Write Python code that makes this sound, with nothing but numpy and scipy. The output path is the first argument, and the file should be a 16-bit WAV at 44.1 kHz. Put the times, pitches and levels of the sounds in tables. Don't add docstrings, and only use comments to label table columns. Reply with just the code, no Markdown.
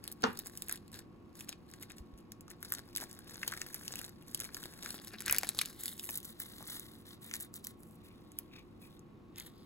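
import sys
import numpy as np
from scipy import signal
from scipy.fft import rfft, irfft, next_fast_len
from scipy.io import wavfile
from scipy.ndimage import uniform_filter1d, map_coordinates

SR = 44100
rng = np.random.default_rng(int(sys.argv[2]) if len(sys.argv) > 2 else 0)


def file_out(sig):
    cols = np.atleast_2d(sig).T
    lim = np.clip(cols, -1, 1)
    pcm = np.round(lim * 32767).astype(np.int16)
    wavfile.write(sys.argv[1], SR, pcm)


N = 425565

# t/s, crack level/dB, crack f/Hz, panel ring level/dB, panel f/Hz
SNAPS = [(0.0399, -45, 10300, -51, 4690), (0.0773, -38.5, 11000, -46.5, 4180),
         (0.1168, -43, 11500, -75.0, 4200), (0.1239, -41.5, 14000, -73, 3940),
         (0.2217, -49.0, 7300, -58.5, 4690), (0.3303, -54, 11400, -65.0, 1360),
         (0.3727, -46.5, 10200, -51, 4670), (0.3899, -33.5, 14000, -55.5, 3920),
         (0.46, -49, 14000, -67.0, 1610), (0.4656, -50.0, 8100, -57.5, 1680),
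         (0.4698, -40.5, 12800, -68, 4110), (0.5741, -39.5, 11800, -71.0, 3400),
         (0.6212, -36.5, 10900, -48.5, 3680), (0.684, -40, 11700, -62, 2910),
         (0.6946, -35, 9300, -44, 1810), (0.7124, -42, 9500, -53, 1360), (0.7249, -31, 11900, -55, 3450),
         (0.7358, -52, 11800, -69, 1870), (0.7578, -45.5, 9600, -61, 3270),
         (0.7743, -56, 8200, -59.5, 3530), (0.8795, -59, 8400, -66, 4410), (0.917, -56, 9400, -83.5, 1360),
         (0.9293, -53, 8600, -64, 1830), (0.9425, -50.0, 6000, -55.0, 4330),
         (0.9906, -46.5, 7700, -63.5, 2450), (1.3539, -54.5, 6800, -70, 1640),
         (1.4081, -44, 9800, -50.5, 2670), (1.4866, -52, 6000, -55, 2500), (1.4912, -37.5, 6900, -62, 4200),
         (1.5272, -51, 6000, -50.5, 2410), (1.7136, -55.0, 8600, -80, 3830),
         (1.7375, -49.5, 6000, -54.5, 1890), (1.8265, -44.0, 10800, -67, 3620),
         (1.8322, -51, 7200, -53.5, 2130), (1.9027, -55.0, 8900, -52.5, 2500),
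         (1.9186, -50.5, 6000, -61, 1920), (1.9832, -52.5, 6000, -65, 2710),
         (2.177, -63, 6600, -75.0, 2610), (2.1874, -62, 8500, -72, 2930), (2.3196, -45.5, 6000, -63, 1770),
         (2.4085, -51, 9700, -69, 2610), (2.4804, -59, 7400, -56.5, 1360), (2.5025, -49, 9900, -70, 1360),
         (2.5065, -57, 12500, -59, 2710), (2.5129, -50, 10100, -58.0, 1920),
         (2.6052, -63, 14000, -83, 1360), (2.6281, -40.5, 9300, -49, 1700),
         (2.6477, -47, 11400, -62.5, 1610), (2.6948, -51.5, 14000, -73.0, 1440),
         (2.7033, -48, 9400, -70.5, 1770), (2.7216, -29, 11500, -41.5, 1720),
         (2.7306, -42.5, 6700, -54, 3680), (2.7379, -36, 9200, -51, 1360),
         (2.7495, -42, 10400, -48.5, 4350), (2.8769, -61.0, 14000, -71.0, 1360),
         (2.9516, -44, 6000, -56, 3660), (2.9619, -32, 9100, -41, 4500), (2.9719, -33.0, 10000, -46, 3810),
         (2.9805, -43, 10800, -48, 1960), (3.0383, -45, 8900, -51, 1790),
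         (3.0968, -56.0, 8600, -83.0, 1640), (3.1125, -48, 7200, -73, 4690),
         (3.1291, -49.5, 10100, -81.0, 1360), (3.1501, -56.5, 9600, -88.0, 1360),
         (3.1899, -49, 10600, -61.5, 1660), (3.296, -51.5, 6300, -70, 1770),
         (3.3433, -47.5, 6000, -77, 3120), (3.3566, -51.5, 7900, -75.0, 1680),
         (3.37, -52.5, 9600, -69.5, 1720), (3.431, -67, 6900, -35.5, 1850), (3.4445, -61, 6000, -58, 1680),
         (3.4741, -58, 7600, -58, 1770), (3.4781, -30.5, 8200, -36, 4570), (3.5204, -42, 8700, -47, 1700),
         (3.5244, -53, 7700, -40.5, 1490), (3.5369, -45, 9400, -42.0, 1680),
         (3.5745, -44.0, 6200, -50, 1790), (3.595, -54, 7400, -61.5, 4520),
         (3.6163, -36.5, 6200, -42, 1830), (3.6677, -47, 10900, -60.5, 1940),
         (3.702, -67, 6000, -56.5, 1720), (3.744, -35, 11500, -56, 1770), (3.8796, -37.5, 6000, -53, 2970),
         (3.9222, -43, 6000, -60.0, 2650), (3.9274, -45, 6000, -60, 2710), (3.937, -62, 6000, -73.0, 4650),
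         (3.9563, -38.5, 9300, -48, 2730), (3.9901, -41.5, 6500, -50, 2890), (4.0145, -43, 8700, -52, 1740),
         (4.0486, -45, 9800, -62, 2730), (4.093, -52, 7000, -70, 1550), (4.2234, -59.5, 10900, -65, 2760),
         (4.2743, -59, 9100, -87.0, 1360), (4.3465, -31, 10600, -40, 4690), (4.3751, -50, 11100, -56, 3190),
         (4.4017, -35, 10100, -49.5, 1590), (4.4098, -42, 7300, -50, 3340), (4.4499, -51, 9900, -56, 4090),
         (4.49, -70, 7800, -52.5, 1680), (4.5455, -39.5, 10000, -43.5, 4690),
         (4.5682, -43.5, 9900, -48.5, 1590), (4.6379, -49.0, 6600, -49.5, 3230),
         (4.8259, -48.5, 6000, -50, 3700), (4.8603, -44, 6000, -44.5, 1610),
         (4.905, -39, 9900, -43.5, 4290), (4.9279, -50, 10600, -63, 3230), (4.9888, -62, 8500, -53.5, 3340),
         (5.0468, -47.0, 9300, -61, 3170), (5.0718, -51, 10700, -57.0, 3880),
         (5.0789, -50, 8000, -67, 4500), (5.1848, -65, 7500, -50, 3900),
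         (5.2052, -39.5, 11100, -50.5, 2110), (5.2211, -45, 9200, -53, 1590), (5.257, -48, 6000, -51, 4410),
         (5.2611, -34, 10100, -56, 4520), (5.2804, -35, 6000, -35.5, 1640), (5.2968, -34, 6000, -33, 2450),
         (5.3103, -27, 12900, -53.5, 3960), (5.3251, -22, 12600, -47, 4570), (5.33, -48, 7000, -42.5, 1790),
         (5.346, -36.5, 10200, -38.5, 1890), (5.3529, -42, 8500, -44.5, 2130),
         (5.3631, -35.5, 6000, -47.5, 2220), (5.3838, -23.0, 12300, -39.5, 2670),
         (5.4329, -36.5, 6000, -40.5, 2110), (5.4459, -43.5, 9800, -47.5, 2280),
         (5.4537, -49.5, 11000, -59.0, 2110), (5.4759, -47.5, 6000, -56.5, 4310),
         (5.49, -27, 10500, -41.5, 4050), (5.5891, -30.5, 8500, -30.5, 3980),
         (5.5925, -41, 7500, -39, 3680), (5.6137, -29.5, 9500, -36, 2300), (5.6171, -32.5, 8500, -43, 4050),
         (5.6518, -51.5, 6000, -49.5, 4110), (5.6578, -38.0, 9700, -47.5, 3940),
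         (5.8353, -38.0, 11000, -60, 1980), (5.8575, -33, 11200, -52, 2130),
         (5.8645, -44, 11000, -57.0, 3960), (5.8803, -36, 10600, -43.5, 3730),
         (5.9788, -49.5, 8200, -72.5, 4650), (5.991, -52, 9900, -63, 4690),
         (5.9953, -39.5, 8600, -46, 3810), (6.0085, -49, 14000, -78.5, 2670),
         (6.0378, -44.0, 10700, -57.5, 2730), (6.0427, -40.0, 14000, -70.5, 1570),
         (6.0494, -46, 12000, -73.5, 2110), (6.0631, -53, 14000, -80.5, 2450),
         (6.07, -46.5, 13600, -82.0, 2540), (6.0904, -40.5, 6000, -42.5, 2630),
         (6.0999, -39, 13000, -64, 1640), (6.1076, -39, 11300, -75.5, 2860),
         (6.1553, -37.5, 11000, -68.5, 3250), (6.1742, -34, 12500, -72.5, 4690),
         (6.1806, -45, 11000, -59, 3470), (6.2021, -49, 12400, -59, 3380), (6.2298, -51, 10500, -62, 3420),
         (6.2464, -46, 11000, -64, 1550), (6.2514, -43, 11400, -73.0, 3100),
         (6.2552, -49, 11900, -73, 3290), (6.4007, -34.5, 14000, -51, 1460),
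         (6.4635, -47, 14000, -75, 1530), (6.583, -53, 8800, -59, 4010), (6.6264, -49.5, 10500, -64, 1510),
         (6.6741, -48.5, 7300, -68, 3830), (6.7963, -40, 13300, -62.5, 3960),
         (7.2953, -56, 7300, -61, 2150), (7.3124, -49, 6000, -47, 2090), (7.3383, -36, 6000, -42.5, 2130),
         (7.3481, -49, 6000, -51, 1960), (7.3545, -41.5, 6000, -62, 2430), (7.365, -43, 11300, -55, 3830),
         (7.4011, -44, 11100, -71, 2670), (7.4075, -46, 10200, -67, 1530), (7.4474, -55, 9900, -64, 1610),
         (7.5406, -44.5, 9800, -63, 1360), (7.5584, -49, 12200, -66, 1360),
         (7.5684, -58, 11500, -76.0, 4540), (7.6426, -47, 12000, -70.0, 3100),
         (7.6468, -42, 10700, -55, 3250), (7.6695, -38, 11300, -53, 2050), (7.8329, -56, 12000, -68, 1360),
         (8.3184, -54.5, 8800, -73, 2240), (8.3874, -33, 13500, -55.0, 2300),
         (8.9933, -59.5, 8500, -87, 1360), (9.3591, -57, 6000, -62.5, 2580),
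         (9.3788, -54, 7100, -78.5, 2710), (9.3827, -43.5, 12000, -55, 2580),
         (9.3991, -42.5, 9400, -59, 4330)]
SMALL_SNAPS_PER_S, SMALL_CRACK_DB, SMALL_RING_DB, SMALL_SPREAD_DB = 24, 1.5, -1, 1.5
SMALL_CRACK_HZ, SMALL_PANEL_HZ, SMALL_LOUDEST_DB = 8600, (1560, 3150), -44
PORTS_APART_DB = -4

# start t/s, length t/s, fine crackle level/dB, flexing sheet level/dB
STROKES = [(0.035, 0.075, -64, -67.5), (0.211, 0.21, -61.5, -63.5), (0.457, 0.029, -54, -63),
           (0.523, 0.24, -58, -68), (0.688, 0.045, -59, -53.5), (0.935, 0.055, -56.5, -59),
           (1.363, 0.073, -56, -65.5), (1.491, 0.0092, -54, -57), (1.689, 0.086, -67, -69),
           (1.821, 0.005, -49, -58), (1.901, 0.01, -60, -60), (1.972, 0.015, -59, -66),
           (2.185, 0.0049, -62.5, -70.5), (2.506, 0.0052, -66, -59.5), (2.624, 0.087, -59, -62.5),
           (2.716, 0.073, -55, -57.5), (2.99, .05, -52, -59), (3.01, 0.021, -44.5, -51.5),
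           (3.09, 0.055, -63, -68), (3.285, 0.06, -56, -58.5), (3.394, 0.24, -54, -58),
           (3.665, 0.25, -53.5, -61.5), (3.9, 0.17, -52.5, -58), (4.278, 0.2, -55, -64),
           (4.406, 0.055, -50, -56.5), (4.536, 0.13, -53, -59.5), (4.682, 0.17, -58.5, -62),
           (4.825, 0.14, -49, -56), (5.02, 0.076, -56, -68), (5.132, 0.0067, -53, -54.5),
           (5.207, 0.0049, -48, -55), (5.267, 0.1, -50, -51.5), (5.373, 0.13, -53, -57.5),
           (5.545, 0.16, -51.5, -59.5), (5.684, 0.13, -59, -65), (5.797, 0.13, -45, -57),
           (5.897, 0.15, -56, -73), (6.03, 0.11, -46.5, -63.5), (6.128, 0.041, -41.5, -54.5),
           (6.244, 0.069, -51, -60.5), (6.404, 0.02, -42.5, -52.5), (6.44, 0.23, -55, -60),
           (6.675, 0.095, -44, -51.5), (6.785, 0.076, -55, -60), (6.87, 0.09, -60, -65),
           (6.98, .035, -63, -70), (7.062, 0.075, -57, -60), (7.224, 0.075, -52, -63),
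           (7.342, 0.008, -41, -52), (7.406, 0.019, -41.5, -56.5), (7.555, 0.013, -46, -59),
           (7.644, 0.06, -55, -64), (7.786, 0.17, -65, -85), (8.047, 0.031, -60.5, -68),
           (8.372, 0.031, -67, -70), (8.535, 0.053, -79, -61.5), (8.814, 0.054, -61, -67.5),
           (8.9, 0.068, -70.5, -72), (9.377, 0.045, -54, -60.5), (9.454, 0.019, -53, -60.5)]
STROKE_ATTACK_DB_PER_S, STROKE_SAG_DB = 905.5, 0.5
STROKE_RELEASE_DB_PER_S, SHEET_RELEASE_DB_PER_S = 580, 358
# t/s, level/dB
GRIP = [(0, -77), (.8, -76), (1.15, -87), (1.7, -77.5), (2.4, -84), (3.0, -67), (3.7, -63), (4.18, -74),
        (4.6, -65.5), (5.6, -64.5), (6.85, -70), (7.03, -86), (7.5, -94), (8.1, -73), (9.2, -87),
        (9.6, -72.5)]
# (per Hz, relative)
FOIL_CRACKLE = [(2500, -8.5), (4000, -6.5), (5400, -1), (6500, 1.5), (8400, 6), (10500, 8), (12500, 4),
                (15500, 1.5)]
FOIL_FLEX = [(350, 8), (700, 1.5), (1200, 0), (1700, 7.5), (2400, -6), (3000, -5), (3800, 7), (5000, 3.5),
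             (7500, -15)]
# (per Hz, relative)
SEAWEED_CRACKLE = [(2500, -14), (3800, -18), (5500, -8), (7300, 5.5), (8400, 10.5), (11500, 10.5),
                   (14000, 7.5), (15600, 8.5)]
SEAWEED_FLEX = [(700, -8.5), (1400, -0.5), (2100, 3), (2500, -18.5), (2950, -1), (3700, 8.5), (4800, -0.5),
                (7500, -8.5)]
SEAWEED_RUBBED_S = 5.75
TICKS_DB = -5

# start t/s, length t/s, level/dB, main resonance f/Hz, second resonance f/Hz
SCRAPES = [(4.827, 0.073, -59, 1490, 4040), (5.134, 0.014, -56.5, 1550, 2640),
           (5.27, 0.077, -48, 1640, 2420), (7.236, 0.098, -68, 1970, 3650), (7.34, 0.11, -66, 1980, 3770),
           (8.04, 0.094, -74, 2350, 2720), (8.523, 0.078, -63, 2440, 2660), (8.826, 0.042, -69, 2480, 2610),
           (9.366, 0.05, -59, 3500, 1940), (9.45, 0.016, -73, 2960, 4000), (9.56, .07, -76, 4900, 3480)]
# t/s, level/dB, f/Hz
TAPS = [(3.026, -48.5, 950), (3.508, -60, 834), (5.137, -57, 608), (5.327, -43.5, 860), (5.432, -39, 720),
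        (6.090, -48, 685), (6.606, -53, 790), (6.623, -56, 940)]
# t/s, lag/ms
HAND_LAG = [(0, -0.085), (1.4, -0.067), (2.5, -0.11), (4.75, -0.1), (5.1, -0.048), (5.5, -0.031),
            (6.08, -0.06), (6.11, -.14), (7.0, -0.13), (7.65, -0.17), (8.4, -0.096), (8.95, -0.12),
            (9.35, 0.07)]
LEFT_DB = 3.5
ROOM_T60_S, ROOM_DB = 0.2, -20

# t/s, level/dB, f/Hz
BUMPS = [(2.003, -43, 60), (2.132, -46, 52.4), (5.305, -46, 75)]
# t/s, level/dB
KNOCK = [(0.231, -40), (0.2377, -22)]
# f/Hz, width f/Hz, level/dB (relative)
KNOCK_MODES = [(239, 9.3, 6), (445.6, 14, 11.5), (497, 11, 5), (825, 11, 1), (1087, 14, -8), (1240, 12, -4),
               (1350, 22, -11), (1450, 15, 4), (1770, 11, -6), (2410, 8.1, -13), (2790, 11, -2),
               (3700, 18, -22)]
# (per Hz, relative)
KNOCK_COLOUR = [(47, -47), (80, -3.5), (150, -23), (233, -0.5), (306, -38), (446, -2.5), (611, -33),
                (970, 5), (1100, -0.5), (2150, -20), (4390, -15.5), (12000, -52), (15600, -80),
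                (22000, -120)]
# f/Hz, time to fall by 60 dB t/s
KNOCK_T60 = [(120, 0.69), (260, 0.38), (700, 0.19), (1840, 0.3), (5000, 0.14)]
# (per Hz, relative)
AIR = [(18, -20.5), (32, -7), (70, -5.5), (130, -4), (210, -2), (360, -5), (450, -14), (650, -18.5),
       (1150, -19), (1600, -29.5), (2700, -30.5), (3400, -37), (6500, -46), (15000, -49.5)]
AIR_DB = -57
# f/Hz, level/dB (rms, before its slow drift)
HUM = [(101, -68.5), (135, -78.5), (168, -72), (220, -67.5), (307, -74), (350, -68.5), (490, -77),
       (735, -83.5), (1103, -76.5), (1378, -89), (2470, -100.5)]
# f/Hz, correlation/1
LIKENESS = [(60, 0.68), (300, 0.68), (700, 0.084), (1400, 0.15), (3000, 0), (15000, 1)]

SHARED_FROM_HZ, WIDEN_FROM_HZ, WIDEN_LAG_S = (5900, 6400), 6900, .00022
ROLL_OFF_HZ, CUTOFF_HZ = 15750, 16700


def snaps(rows, crack_s=0.0002, flutter_s=0.0056, flutter_db=-18, crack_width_hz=5500, panel_width_hz=430,
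          overtone_db=-5, panel_broad_db=-17, panel_flutter_db=-27, bounce_s=0.0023, bounce_db=-13):
    out = np.zeros((2, N))
    t = np.arange(1024) / SR
    onset = t / crack_s * np.exp(1 - t / crack_s)
    flutter = np.exp(-t / flutter_s)
    kick = signal.unit_impulse(len(t), int(onset.argmax()))
    for s, crack_db, crack_hz, ring_db, ring_hz in rows:
        force = rng.standard_normal((2, 1, len(t)))
        spread = force + from_db(PORTS_APART_DB) * rng.standard_normal((2, 2, len(t)))
        flip = onset * force[0] + from_db(flutter_db) * flutter * spread[0]
        push = kick + from_db(panel_flutter_db) * flutter * spread[1]
        crack = band(resonate(flip, crack_hz, crack_width_hz), 4900, SR / 2, order=1)
        other_hz = ring_hz * rng.uniform([.55, 1.2], [.85, 1.7])
        others = sum(resonate(push, hz, panel_width_hz) for hz in other_hz)
        panel = resonate(push, ring_hz, panel_width_hz) - from_db(overtone_db) * others
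        panel = band(panel + from_db(panel_broad_db) * push, 840, 6000, order=3)
        sound = from_db(crack_db) * burst(crack) + from_db(ring_db) * burst(panel)
        add(out, s, sound)
        bounce = from_db(bounce_db) * band(sound, 300, 11000, order=1)
        add(out, s + bounce_s * rng.uniform(0.6, 1.25), bounce)
    return out


def small_snaps(fine_db, sheet_db, count=150):
    chance, size = rng.random((count, 2)), rng.standard_normal((count, 2))
    s = np.cumsum(-np.log(1 - chance[:, 0])) / SMALL_SNAPS_PER_S
    at = np.minimum(s * SR, N - 1).astype(int)
    crack_db = fine_db[at] + SMALL_CRACK_DB + SMALL_SPREAD_DB * size[:, 0]
    ring_db = sheet_db[at] + SMALL_RING_DB + SMALL_SPREAD_DB * size[:, 1]
    crack_db, ring_db = np.minimum([crack_db, ring_db], SMALL_LOUDEST_DB)
    low_hz, high_hz = SMALL_PANEL_HZ
    panel_hz = low_hz * (high_hz / low_hz) ** chance[:, 1]
    rows = np.transpose([s, crack_db, np.full(count, SMALL_CRACK_HZ), ring_db, panel_hz])
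    return rows[s < SEAWEED_RUBBED_S]


def rubbing(fine_db, sheet_db, crackle_db=-1, flex_db=1, seaweed_crackle_db=-1):
    in_foil = np.arange(N) / SR < SEAWEED_RUBBED_S
    creases = from_db(TICKS_DB) * ticks()
    foil_slips = slips(per_s=2200, spread_db=3.0, clump_db=3.5, smooth_db=2)
    foil_fine = from_db(crackle_db) * colour(foil_slips + creases, FOIL_CRACKLE)
    foil_bends = slips(per_s=900, spread_db=2.0, clump_db=4.5, smooth_db=-1.0)
    foil = from_db(flex_db) * colour(foil_bends + creases, FOIL_FLEX)
    flakes = slips(per_s=900, spread_db=3.0, clump_db=3.5, smooth_db=-1)
    seaweed_fine = from_db(seaweed_crackle_db) * colour(flakes, SEAWEED_CRACKLE)
    seaweed_bends = slips(per_s=800, spread_db=2.0, clump_db=3.5, smooth_db=-4)
    seaweed = colour(seaweed_bends, SEAWEED_FLEX)
    fine = np.where(in_foil, foil_fine, seaweed_fine) * from_db(fine_db)
    sheet = np.where(in_foil, foil, seaweed) * from_db(sheet_db)
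    return fine + sheet


def strokes():
    t = np.arange(0, N, 32) / SR
    fine = sheet = np.interp(t, *np.transpose(GRIP))
    for start, length, fine_db, sheet_db in STROKES:
        fine = np.maximum(fine, fine_db + stroke_shape(t, start, length, STROKE_RELEASE_DB_PER_S))
        sheet = np.maximum(sheet, sheet_db + stroke_shape(t, start, length, SHEET_RELEASE_DB_PER_S))
    return [np.interp(np.arange(N) / SR, t, level_db) for level_db in (fine, sheet)]


def stroke_shape(t, start, length, release_db_per_s):
    early, late = np.maximum(start - t, 0), np.maximum(t - start - length, 0)
    sag = STROKE_SAG_DB * (.5 - np.clip((t - start) / length, 0, 1))
    return np.maximum(sag - STROKE_ATTACK_DB_PER_S * early - release_db_per_s * late, -120)


def slips(per_s, spread_db, clump_db, smooth_db):
    sizes = from_db(spread_db * np.minimum(rng.exponential(1, N), 4)) * rng.choice([-1, 1], N)
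    clicks = rms_one(sizes * (rng.random(N) < per_s / SR))
    hiss = from_db(smooth_db) * rng.standard_normal(N)
    grains = (clicks + hiss) * from_db(clump_db * drift(220))
    return grains / np.sqrt(uniform_filter1d(grains ** 2, size=1500) + 1e-9)


def ticks(per_s=60, spread_db=14.0, ring_s=0.00048):
    sizes = from_db(spread_db * np.minimum(rng.exponential(1, N), 2)) * (rng.random(N) < per_s / SR)
    dying = signal.lfilter([1], [1, -np.exp(-1 / (ring_s * SR))], sizes + 1e-18)
    return rms_one(dying * rng.standard_normal(N))


def scrapes(width_hz=360, second_db=-2):
    t = np.arange(N) / SR
    friction = slips(per_s=540, spread_db=3.0, clump_db=3.5, smooth_db=-7)
    out = 0
    for start, length, level_db, hz, second_hz in SCRAPES:
        second = from_db(second_db) * resonate(friction, second_hz, width_hz)
        rasp = resonate(friction, hz, width_hz) - second
        shape_db = stroke_shape(t, start, length, STROKE_RELEASE_DB_PER_S)
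        out = out + rms_one(rasp) * from_db(level_db + shape_db)
    return out


def taps(contact_s=0.0043, width_hz=450):
    out, t = np.zeros((2, N)), np.arange(1024) / SR
    for s, level_db, hz in TAPS:
        touch = rng.standard_normal(len(t)) * np.exp(-t / contact_s)
        tick = band(resonate(touch, hz, width_hz), 300, 1600)
        add(out, s, from_db(level_db) * burst(tick))
    return out


def in_hand(x):
    n = np.arange(N)
    lag = np.interp(n / SR, *np.transpose(HAND_LAG)) * SR / 1000
    left = map_coordinates(x[0], [n - lag], order=3)
    return np.array([from_db(LEFT_DB) * left, x[1]])


def room(x):
    t = np.arange(SR // 3) / SR
    tail = band(rng.standard_normal((2, len(t))), 280, 5100, order=1)
    tail = tail * from_db(-60 * t / ROOM_T60_S) * (t > .004)
    tail = from_db(ROOM_DB) * rms_one(tail) / np.sqrt(len(t))
    return x + signal.oaconvolve(x, tail, axes=1)[:, :N]


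def bumps(rise_s=0.007):
    out, t = np.zeros((2, N)), np.arange(SR // 4) / SR
    swell = t / rise_s * np.exp(1 - t / rise_s)
    for s, level_db, hz in BUMPS:
        add(out, s, -from_db(level_db) * np.sin(2 * np.pi * hz * t) * swell)
    return out


def knock(modes_db=-3, first_db=-4, first_s=0.0027, lag_ms=-0.48, tail_db=-3.5):
    out, t = np.zeros((2, N)), np.arange(SR // 2) / SR
    edges = np.geomspace(90, 12000, 15)
    for s, level_db in KNOCK:
        tail = first = body = 0
        for low, high in zip(edges, edges[1:]):
            hz = np.sqrt(low * high)
            gain = from_db(at_hz(KNOCK_COLOUR, hz))
            dying = diffuse(len(t)) * from_db(-60 * t / at_hz(KNOCK_T60, hz))
            tail = tail + gain * band(dying, low, high)
            contact = rng.standard_normal(len(t)) * np.exp(-t / first_s)
            first = first + gain * band(contact, low, high)
        for hz, width_hz, db in KNOCK_MODES:
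            mode = np.sin(2 * np.pi * hz * t) * np.exp(-np.pi * width_hz * t)
            body = body + from_db(db) * mode * rng.choice([-1, 1])
        direct = from_db(first_db) * rms_one(first) + from_db(modes_db) * rms_one(body)
        blow = ports(direct, lag_ms) + from_db(tail_db) * rms_one(tail)
        add(out, s, from_db(level_db) * rms_one(blow) * np.sqrt(0.012 / t[-1]))
    return out


def background(waver=0.18):
    t = np.arange(N) / SR
    hum = 0
    for hz, db in HUM:
        cycles = hz * t + waver * drift(10)
        hum = hum + np.sqrt(2) * from_db(db + drift(10)) * np.sin(2 * np.pi * cycles)
    return from_db(AIR_DB) * colour(diffuse(N), AIR) + hum


def diffuse(size):
    white = rng.standard_normal((2, next_fast_len(size, True)))
    alike = np.clip(at_hz(LIKENESS, bins(white)), -1, 1)
    mid, side = rfft(white)
    both = np.sqrt(1 + alike) * mid + np.sqrt(1 - alike) * side * [[1], [-1]]
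    return irfft(both, white.shape[1])[:, :size]


def ports(x, lag_ms):
    size = next_fast_len(len(x) + 64, True)
    turn = np.pi * np.fft.rfftfreq(size, 1 / SR) * lag_ms / 1000
    return irfft(rfft(x, size) * np.exp(1j * turn * np.array([[-1], [1]])), size)[:, :len(x)]


def resonate(x, hz, width_hz):
    r = np.exp(-np.pi * width_hz / SR)
    poles = [1, -2 * r * np.cos(2 * np.pi * hz / SR), r * r]
    return signal.lfilter(np.array([1, 0, -1]) * (1 - r * r) / 2, poles, x)


def colour(x, spectrum):
    size = next_fast_len(x.shape[-1], True)
    gain = from_db(at_hz(spectrum, np.fft.rfftfreq(size, 1 / SR)))
    return rms_one(irfft(rfft(x, size) * gain, size)[..., :x.shape[-1]])


def band(x, low_hz, high_hz, order=2):
    edges_hz = [low_hz, min(high_hz, .45 * SR)]
    return signal.sosfilt(signal.butter(order, edges_hz, "band", fs=SR, output="sos"), x)


def drift(rate):
    steps = rng.standard_normal(N // 20)
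    return rms_one(np.interp(np.arange(N) * rate / SR, np.arange(len(steps)), steps))


def burst(x):
    return rms_one(x) * np.sqrt(.005 * SR / x.shape[-1])


def rms_one(x):
    return x / np.sqrt(np.mean(x ** 2) + 1e-20)


def from_db(db):
    return 10 ** (np.asarray(db) / 20)


def at_hz(points, hz):
    f, value = np.transpose(points)
    return np.interp(np.log(np.maximum(hz, 1)), np.log(f), value)


def bins(x):
    return np.fft.rfftfreq(x.shape[-1], 1 / SR)


def add(out, s, sound):
    i = max(round(s * SR), 0)
    out[:, i:i + sound.shape[-1]] += sound[..., :max(N - i, 0)]


def shared_treble(x):
    size = next_fast_len(N + 64, True)
    left, right = rfft(x, size)
    hz = np.fft.rfftfreq(size, 1 / SR)
    share = np.interp(hz, SHARED_FROM_HZ, [0, 1])
    turn = 2 * np.pi * np.maximum(hz - WIDEN_FROM_HZ, 0) * WIDEN_LAG_S
    left = np.sqrt(1 - share) * left + np.sqrt(share) * right * np.exp(-1j * turn)
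    return irfft(np.array([left, right]), size)[:, :N]


def scene():
    fine_db, sheet_db = strokes()
    packet = snaps(SNAPS) + snaps(small_snaps(fine_db, sheet_db))
    packet = packet + rubbing(fine_db, sheet_db) + scrapes() + taps()
    around = bumps() + knock() + background()
    return room(in_hand(packet)) + around


def record(dry):
    roll_off = signal.butter(18, ROLL_OFF_HZ, fs=SR, output="sos")
    cut = signal.ellip(10, .2, 70, CUTOFF_HZ, fs=SR, output="sos")
    return signal.sosfilt(cut, signal.sosfilt(roll_off, shared_treble(dry)))


dry = scene()
out = record(dry)
file_out(out)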